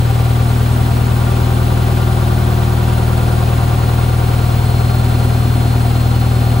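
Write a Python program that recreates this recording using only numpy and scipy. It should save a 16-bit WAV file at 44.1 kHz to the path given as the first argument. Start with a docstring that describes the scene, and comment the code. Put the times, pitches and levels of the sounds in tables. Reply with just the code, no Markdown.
"""A heavy low throb comes first: an unbalanced load spins at about 600 turns a minute and shakes the
cabinet of a front-loading washer at whole orders of the drum turn, close to a two-port microphone.
Loose parts knock at nearly the same angles each turn and ring the panels; the belt-driven motor whines
at multiples of its pole rate. Behind lie shaped noise for air and spray, a noise pattern that nearly
repeats each turn for the uneven rim, and short tuned grains for spray on the door glass."""
import sys
import numpy as np
from scipy import signal
from scipy.fft import rfft, irfft
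from scipy.io import wavfile
from scipy.ndimage import uniform_filter1d

SR = 44100
rng = np.random.default_rng(int(sys.argv[2]) if len(sys.argv) > 2 else 0)


def unload_audio(sound):
    """Save the sound as a 16-bit wav file, at the path given as the first command line argument."""
    columns = np.transpose(np.atleast_2d(sound))
    # keep every value between -1 and 1, then stretch to whole-number steps
    steps = np.round(np.clip(columns, -1, 1) * 32767)
    wavfile.write(sys.argv[1], SR, steps.astype(np.int16))


N = 291060

# air and spray noise before throb and port tilt: f/Hz, level/dB per Hz
HISS_SPECTRUM = [(20, -75), (60, -51), (150, -61), (300, -59.5), (800, -60), (1300, -67), (1900, -67.5),
                 (3000, -69.5), (4400, -73), (6000, -82), (7600, -81.5), (9200, -81), (10500, -80),
                 (12000, -88), (13200, -79), (14600, -79.5), (15700, -72)]
# repeating rim noise before port tilt: f/Hz, nominal level/dB per Hz
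DRONE_SPECTRUM = [(30, -99), (60, -53), (90, -58), (150, -59.5), (240, -52), (380, -56), (640, -61),
                  (700, -54), (790, -53.5), (860, -64), (1500, -67), (2200, -80.5)]
# motor multiples that stand out, before waver and throb: {multiple of the pole rate: level/dB rms}
WHINE_LEVELS = {17: -51, 22: -57, 25: -58, 33: -56, 36: -42, 37: -54, 41: -53, 43: -52, 53: -54, 58: -50,
                62: -54, 66: -48}
# knocks of loose parts: drum angle/turns, relative level/dB, brightness/0-1
LOOSE_PARTS = [(.0, -24, .5), (.16, -27, .4), (.29, -27, .5), (.44, -26, .4), (.45, -25, 1), (.5, -25, .7),
               (.58, -24, .2), (.64, -24, .3), (.7, -26, .7), (.79, -24, .6), (.9, -27, .6), (.95, -25, .3)]
# panel modes rung by the knocks: f/Hz, relative level/dB, t60/s
PANEL_MODES = [(387.4, -5, 0.1), (497, -10.5, 0.096), (554.5, -9.5, 0.1), (696.2, -7.5, 0.11),
               (772, -2.5, 0.071), (957, -3, 0.061), (1077, -15.5, 0.2), (1169, -3.5, 0.062),
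               (1274, -11.5, 0.05), (1399.5, -1, 0.043), (1560, -4.5, 0.028)]
# cabinet shake: order of the turn, level/dB rms at REF_RPM, gain/dB per rpm above it, left-right/dB
SHAKE_ORDERS = [(2, -42, 0, 1), (4, -27.5, .1, 2.7), (6, -30.4, .8, 1.2), (8, -19.4, .3, 2.2),
                (9, -37, 0, 2.2), (10, -23.7, -.1, 1.6), (12, -14.8, -.3, 2.3), (14, -28.8, .9, 2),
                (16, -29.4, -.4, 3.6), (18, -37, 1.5, 9), (20, -31, .9, 7.5), (22, -40.5, 2, 0),
                (26, -37, .2, -1.4), (36, -38, 2.5, -2.7)]
# microphone ports: f/Hz, left-right likeness/0-1, left-right level/dB, left port's lead/rad
MIC_PORTS = [(60, .99, 2, 0), (170, .9, 2, 0), (500, .35, 1.1, 0), (950, .45, 1.4, 1.3), (1600, .1, .6, .5),
             (2900, .6, 1.4, .3), (4300, .55, .8, .7), (5700, .25, 2.5, .1), (6700, .99, 0, 0)]

# the drum speed swings past its set point and settles
SET_RPM, SWING_RPM, SETTLE_S, SWING_S, SWING_START_RAD = 591.901, -8.735, 4.134, 10.1155, 1.2663
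START_TURN, REF_RPM = -.034, 594  # drum angle at the start; speed at which the levels are set
DROPS_DB, DROPS_PER_S = -46.5, 400  # rms before port tilt; average rate
MOTOR_RATIO = 23.97  # motor pole passes per drum turn
# faint multiples of the pole rate, 8th to 66th: mean level, random spread, lift below the 17th
FAINT_DB, FAINT_SPREAD_DB, FAINT_LOW_DB = -65, 3, 5.5
# the 18th multiple: level before its swell, rise, then middle and length of that rise
SLOT_DB, SLOT_SWELL_DB, SLOT_SWELL_S, SLOT_RISE_S = -50, 6, 4.3, .7
KNOCK_DB, KNOCK_DB_PER_RPM = -.85, .5  # trim at REF_RPM; faster spin, harder knocks
# order 25 meets a cabinet resonance: peak rms before build-up, half width, speed, build-up time
HUM_DB, HUM_WIDTH_RPM, HUM_RPM, HUM_BUILD_S = -29, 1.6, 592., .3
# the right side's treble phase steps ahead in four half-cycle steps: first middle, spacing, width, likeness
# lost mid step
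STEP_HZ, STEP_SPACING_HZ, STEP_WIDTH_HZ, STEP_LOSS = 8100, 2050, 1300, .22
EDGE_HZ = 15750  # band limit

T = np.arange(N) / SR
SWING = np.exp(-T / SETTLE_S) * np.cos(2 * np.pi * T / SWING_S + SWING_START_RAD)
RPM = SET_RPM + SWING_RPM * SWING
TURN = START_TURN + np.cumsum(RPM) / 60 / SR  # drum angle in turns


def gain_of(db):
    """Decibels to amplitude."""
    return 10 ** (np.asarray(db) / 20)


def read(points, hz, column=1):
    """Reads a table on a log-frequency axis."""
    rows = np.transpose(points)
    return np.interp(np.log(hz + 1), np.log(rows[0] + 1), rows[column])


def drifting(shape, memory_steps):
    """Unit noise that changes slowly along the first axis."""
    keep = np.exp(-1 / memory_steps)
    fresh = rng.standard_normal((shape[0] + 60,) + shape[1:])  # 60 steps of run-in
    drift = signal.lfilter([np.sqrt(1 - keep * keep)], [1, -keep], fresh, axis=0)
    return drift[-shape[0]:]


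def ports(a, b, spectrum=((1, 0), (2, 0))):
    """Colours two signals and mixes them into a partly alike left and right; the default is flat."""
    hz = np.fft.rfftfreq(N, 1 / SR)
    half_cycles = sum(np.clip((hz - STEP_HZ - k * STEP_SPACING_HZ) / STEP_WIDTH_HZ + .5, 0, 1) for k in range(4))
    same = read(MIC_PORTS, hz) - STEP_LOSS * np.sin(np.pi * half_cycles) ** 2
    tilt = gain_of(read(MIC_PORTS, hz, column=2) / 2)
    right_lag = read(MIC_PORTS, hz, column=3) - np.pi * half_cycles
    a, b = rfft(a), rfft(b)
    right = (same * a + np.sqrt(1 - same ** 2) * b) * np.exp(-1j * right_lag)
    return irfft(np.array([a * tilt, right / tilt]) * gain_of(read(spectrum, hz)), N)


def hiss(throb_db=1.13, throb_turn=.51, flicker_db=.5, db_per_rpm=.13):
    """Air and spray: noise throbbing twice a turn, flickering, and weaker while the drum is still slow."""
    flicker = uniform_filter1d(rng.standard_normal(N), 600) * np.sqrt(600)
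    throb = np.cos(4 * np.pi * (TURN - throb_turn))
    slow_rpm = np.minimum(RPM - REF_RPM, 0)
    level = gain_of(throb_db * throb + flicker_db * flicker + db_per_rpm * slow_rpm)
    return ports(*rng.standard_normal((2, N)) * level, HISS_SPECTRUM) * np.sqrt(SR / 2)


def drone(memory_turns=7.4):
    """The drum's uneven rim passes again each turn: noise that repeats and changes only slowly."""
    steps = 4096  # noise points around the rim
    rim = drifting((int(TURN[-1]) + 2, 2, steps), memory_turns)
    place = (TURN + 1) * steps
    points = np.arange(rim[:, 0].size) + steps / 2
    a, b = (np.interp(place, points, rim[:, k].ravel()) for k in (0, 1))
    return ports(a, b, DRONE_SPECTRUM) * np.sqrt(SR / 2)


def drops(low_hz=2200, high_hz=3700, cycles=24., spread_db=5.):
    """Spray flung against the door glass: short tuned grains, a few of them large."""
    hits = rng.random(N) < DROPS_PER_S / SR
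    size = gain_of(spread_db * np.minimum(rng.exponential(1, N), 4)) * hits
    pitch = rng.integers(0, 16, N)
    out = np.zeros((2, N))
    for k, hz in enumerate(np.geomspace(low_hz, high_hz, 16)):
        phase = np.arange(int(cycles * SR / hz)) * hz / SR  # in cycles
        grain = np.sin(np.pi * phase / cycles) ** 2 * np.sin(2 * np.pi * phase)
        out[k % 2] += signal.oaconvolve(size * (pitch == k), grain)[:N]
    return ports(*(gain_of(DROPS_DB) * out / out.std()))


def whine(ripple_rad=.028, wobble_rad=.012, waver_db=2., ripples_per_turn=2.1):
    """Multiples of the pole rate; the load ripples the motor speed, which spreads the high ones."""
    multiples = np.arange(8, 67)
    slow = np.arange(0, N + 512, 512)  # control points in samples
    wander = drifting((len(slow), 60), 1.0)  # 59 levels and one motor angle
    faint_db = FAINT_DB + FAINT_LOW_DB * (multiples < 17) + FAINT_SPREAD_DB * rng.standard_normal(59)
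    swell = np.clip((slow / SR - SLOT_SWELL_S) / SLOT_RISE_S + .5, 0, 1)
    slot_db = SLOT_DB + SLOT_SWELL_DB * swell
    ripple_angle = 2 * np.pi * ripples_per_turn * TURN
    angle = 2 * np.pi * MOTOR_RATIO * TURN + ripple_rad * np.sin(ripple_angle)
    angle += wobble_rad * np.interp(np.arange(N), slow, wander[:, -1])
    out = np.zeros(N)
    for k, multiple in enumerate(range(8, 67)):
        db = slot_db if multiple == 18 else WHINE_LEVELS.get(multiple, faint_db[k])
        size = np.interp(np.arange(N), slow, gain_of(db + waver_db * wander[:, k]))
        out += size * np.sqrt(2) * np.cos(multiple * angle + 2 * np.pi * rng.random())
    out *= 1 + .15 * np.cos(ripple_angle)  # the same ripple throbs the level
    return ports(out, np.roll(out, -9))  # a copy nine samples ahead serves as the second signal


def knocks(wander_db=1.4, jitter_turns=.004, tilt_db=9., soft_s=.003):
    """Each part knocks once a turn; its strength and angle drift, and bright knocks favour the high modes."""
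    turns = np.arange(int(TURN[-1]) + 1)[:, None]
    t = np.arange(8192) / SR
    angle, db, bright = np.transpose(LOOSE_PARTS)
    chance = drifting((len(turns), len(LOOSE_PARTS), 2), 2.75)  # memory in turns
    at = np.searchsorted(TURN, turns + angle + jitter_turns * chance[..., 0]).clip(0, N - 1)
    strength_db = db + wander_db * chance[..., 1]
    out = np.zeros((2, N))
    for hz, mode_db, t60 in PANEL_MODES:
        size = gain_of(strength_db + mode_db + tilt_db * (bright - .5) * np.log2(hz / 800))
        soft_start = 1 - np.exp(-t / soft_s)  # padded blow
        ring = gain_of(-60 * t / t60) * np.sin(2 * np.pi * hz * t) * soft_start
        for side in out:  # each part couples to each mode with its own sign
            signs = rng.choice([-1., 1.], len(LOOSE_PARTS))
            blows = np.bincount(at.ravel(), (size * signs).ravel(), N)
            side += signal.oaconvolve(blows, ring)[:N]
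    level = gain_of(KNOCK_DB + KNOCK_DB_PER_RPM * (RPM - REF_RPM))
    return ports(*out * level, ((120, -40), (300, 0)))  # small panels radiate little bass


def resonant_hum():
    """Order 25 swells as it meets a cabinet resonance, which takes time to build up and die."""
    lag = np.exp(-1 / (HUM_BUILD_S * SR))
    response = 1 / np.sqrt(1 + ((RPM - HUM_RPM) / HUM_WIDTH_RPM) ** 4)
    level = signal.lfilter([1 - lag], [1, -lag], response)
    tone = np.cos(2 * np.pi * (25 * TURN + rng.random()))
    return np.ones((2, 1)) * gain_of(HUM_DB) * np.sqrt(2) * level * tone


def shake(firm_lead=3.7, late_lead=6.5, ahead_rad=.6, ahead_hz=145, ahead_width_hz=35,
          slide_rad_per_rpm=.3, slide_hz=130, slide_width_hz=18):
    """Four jolts a turn, every second one a little late: in-between orders fall a quarter cycle behind."""
    extra_rpm = np.maximum(RPM - REF_RPM, -3.5)
    out = resonant_hum()
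    for order, db, db_per_rpm, pan_db in SHAKE_ORDERS:
        # low orders lead, as behind a bass cut
        phase = (late_lead / order) ** 2 - np.pi / 2 if order % 4 else (firm_lead / order) ** 2
        hz = order * REF_RPM / 60
        # orders near ahead_hz lead
        phase = phase + ahead_rad * np.exp(-((hz - ahead_hz) / ahead_width_hz) ** 2)
        # orders near slide_hz move ahead as the drum speeds up
        slide = slide_rad_per_rpm * np.exp(-((hz - slide_hz) / slide_width_hz) ** 2)
        phase = phase + slide * extra_rpm
        level = gain_of(db + db_per_rpm * extra_rpm) * np.sqrt(2)
        tone = level * np.cos(2 * np.pi * order * TURN + phase)
        out += tone * gain_of([[pan_db / 2], [-pan_db / 2]])
    return out


def scene():
    """All the sources at the microphone."""
    return hiss() + drone() + drops() + whine() + knocks() + shake()


def record(dry):
    """A soft knee rounds the highest peaks; a small offset, then the band limit."""
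    knee, room = .7, .22  # amplitude where rounding starts; most it can add above that
    excess = np.maximum(abs(dry) - knee, 0)
    rounded = np.clip(dry, -knee, knee) + np.sign(dry) * room * np.tanh(excess / room)
    low_pass = signal.firwin(2047, EDGE_HZ, window=("kaiser", 9), fs=SR)
    return signal.oaconvolve(rounded + .0044, low_pass[None], "same")


dry = scene()
out = record(dry)
unload_audio(out)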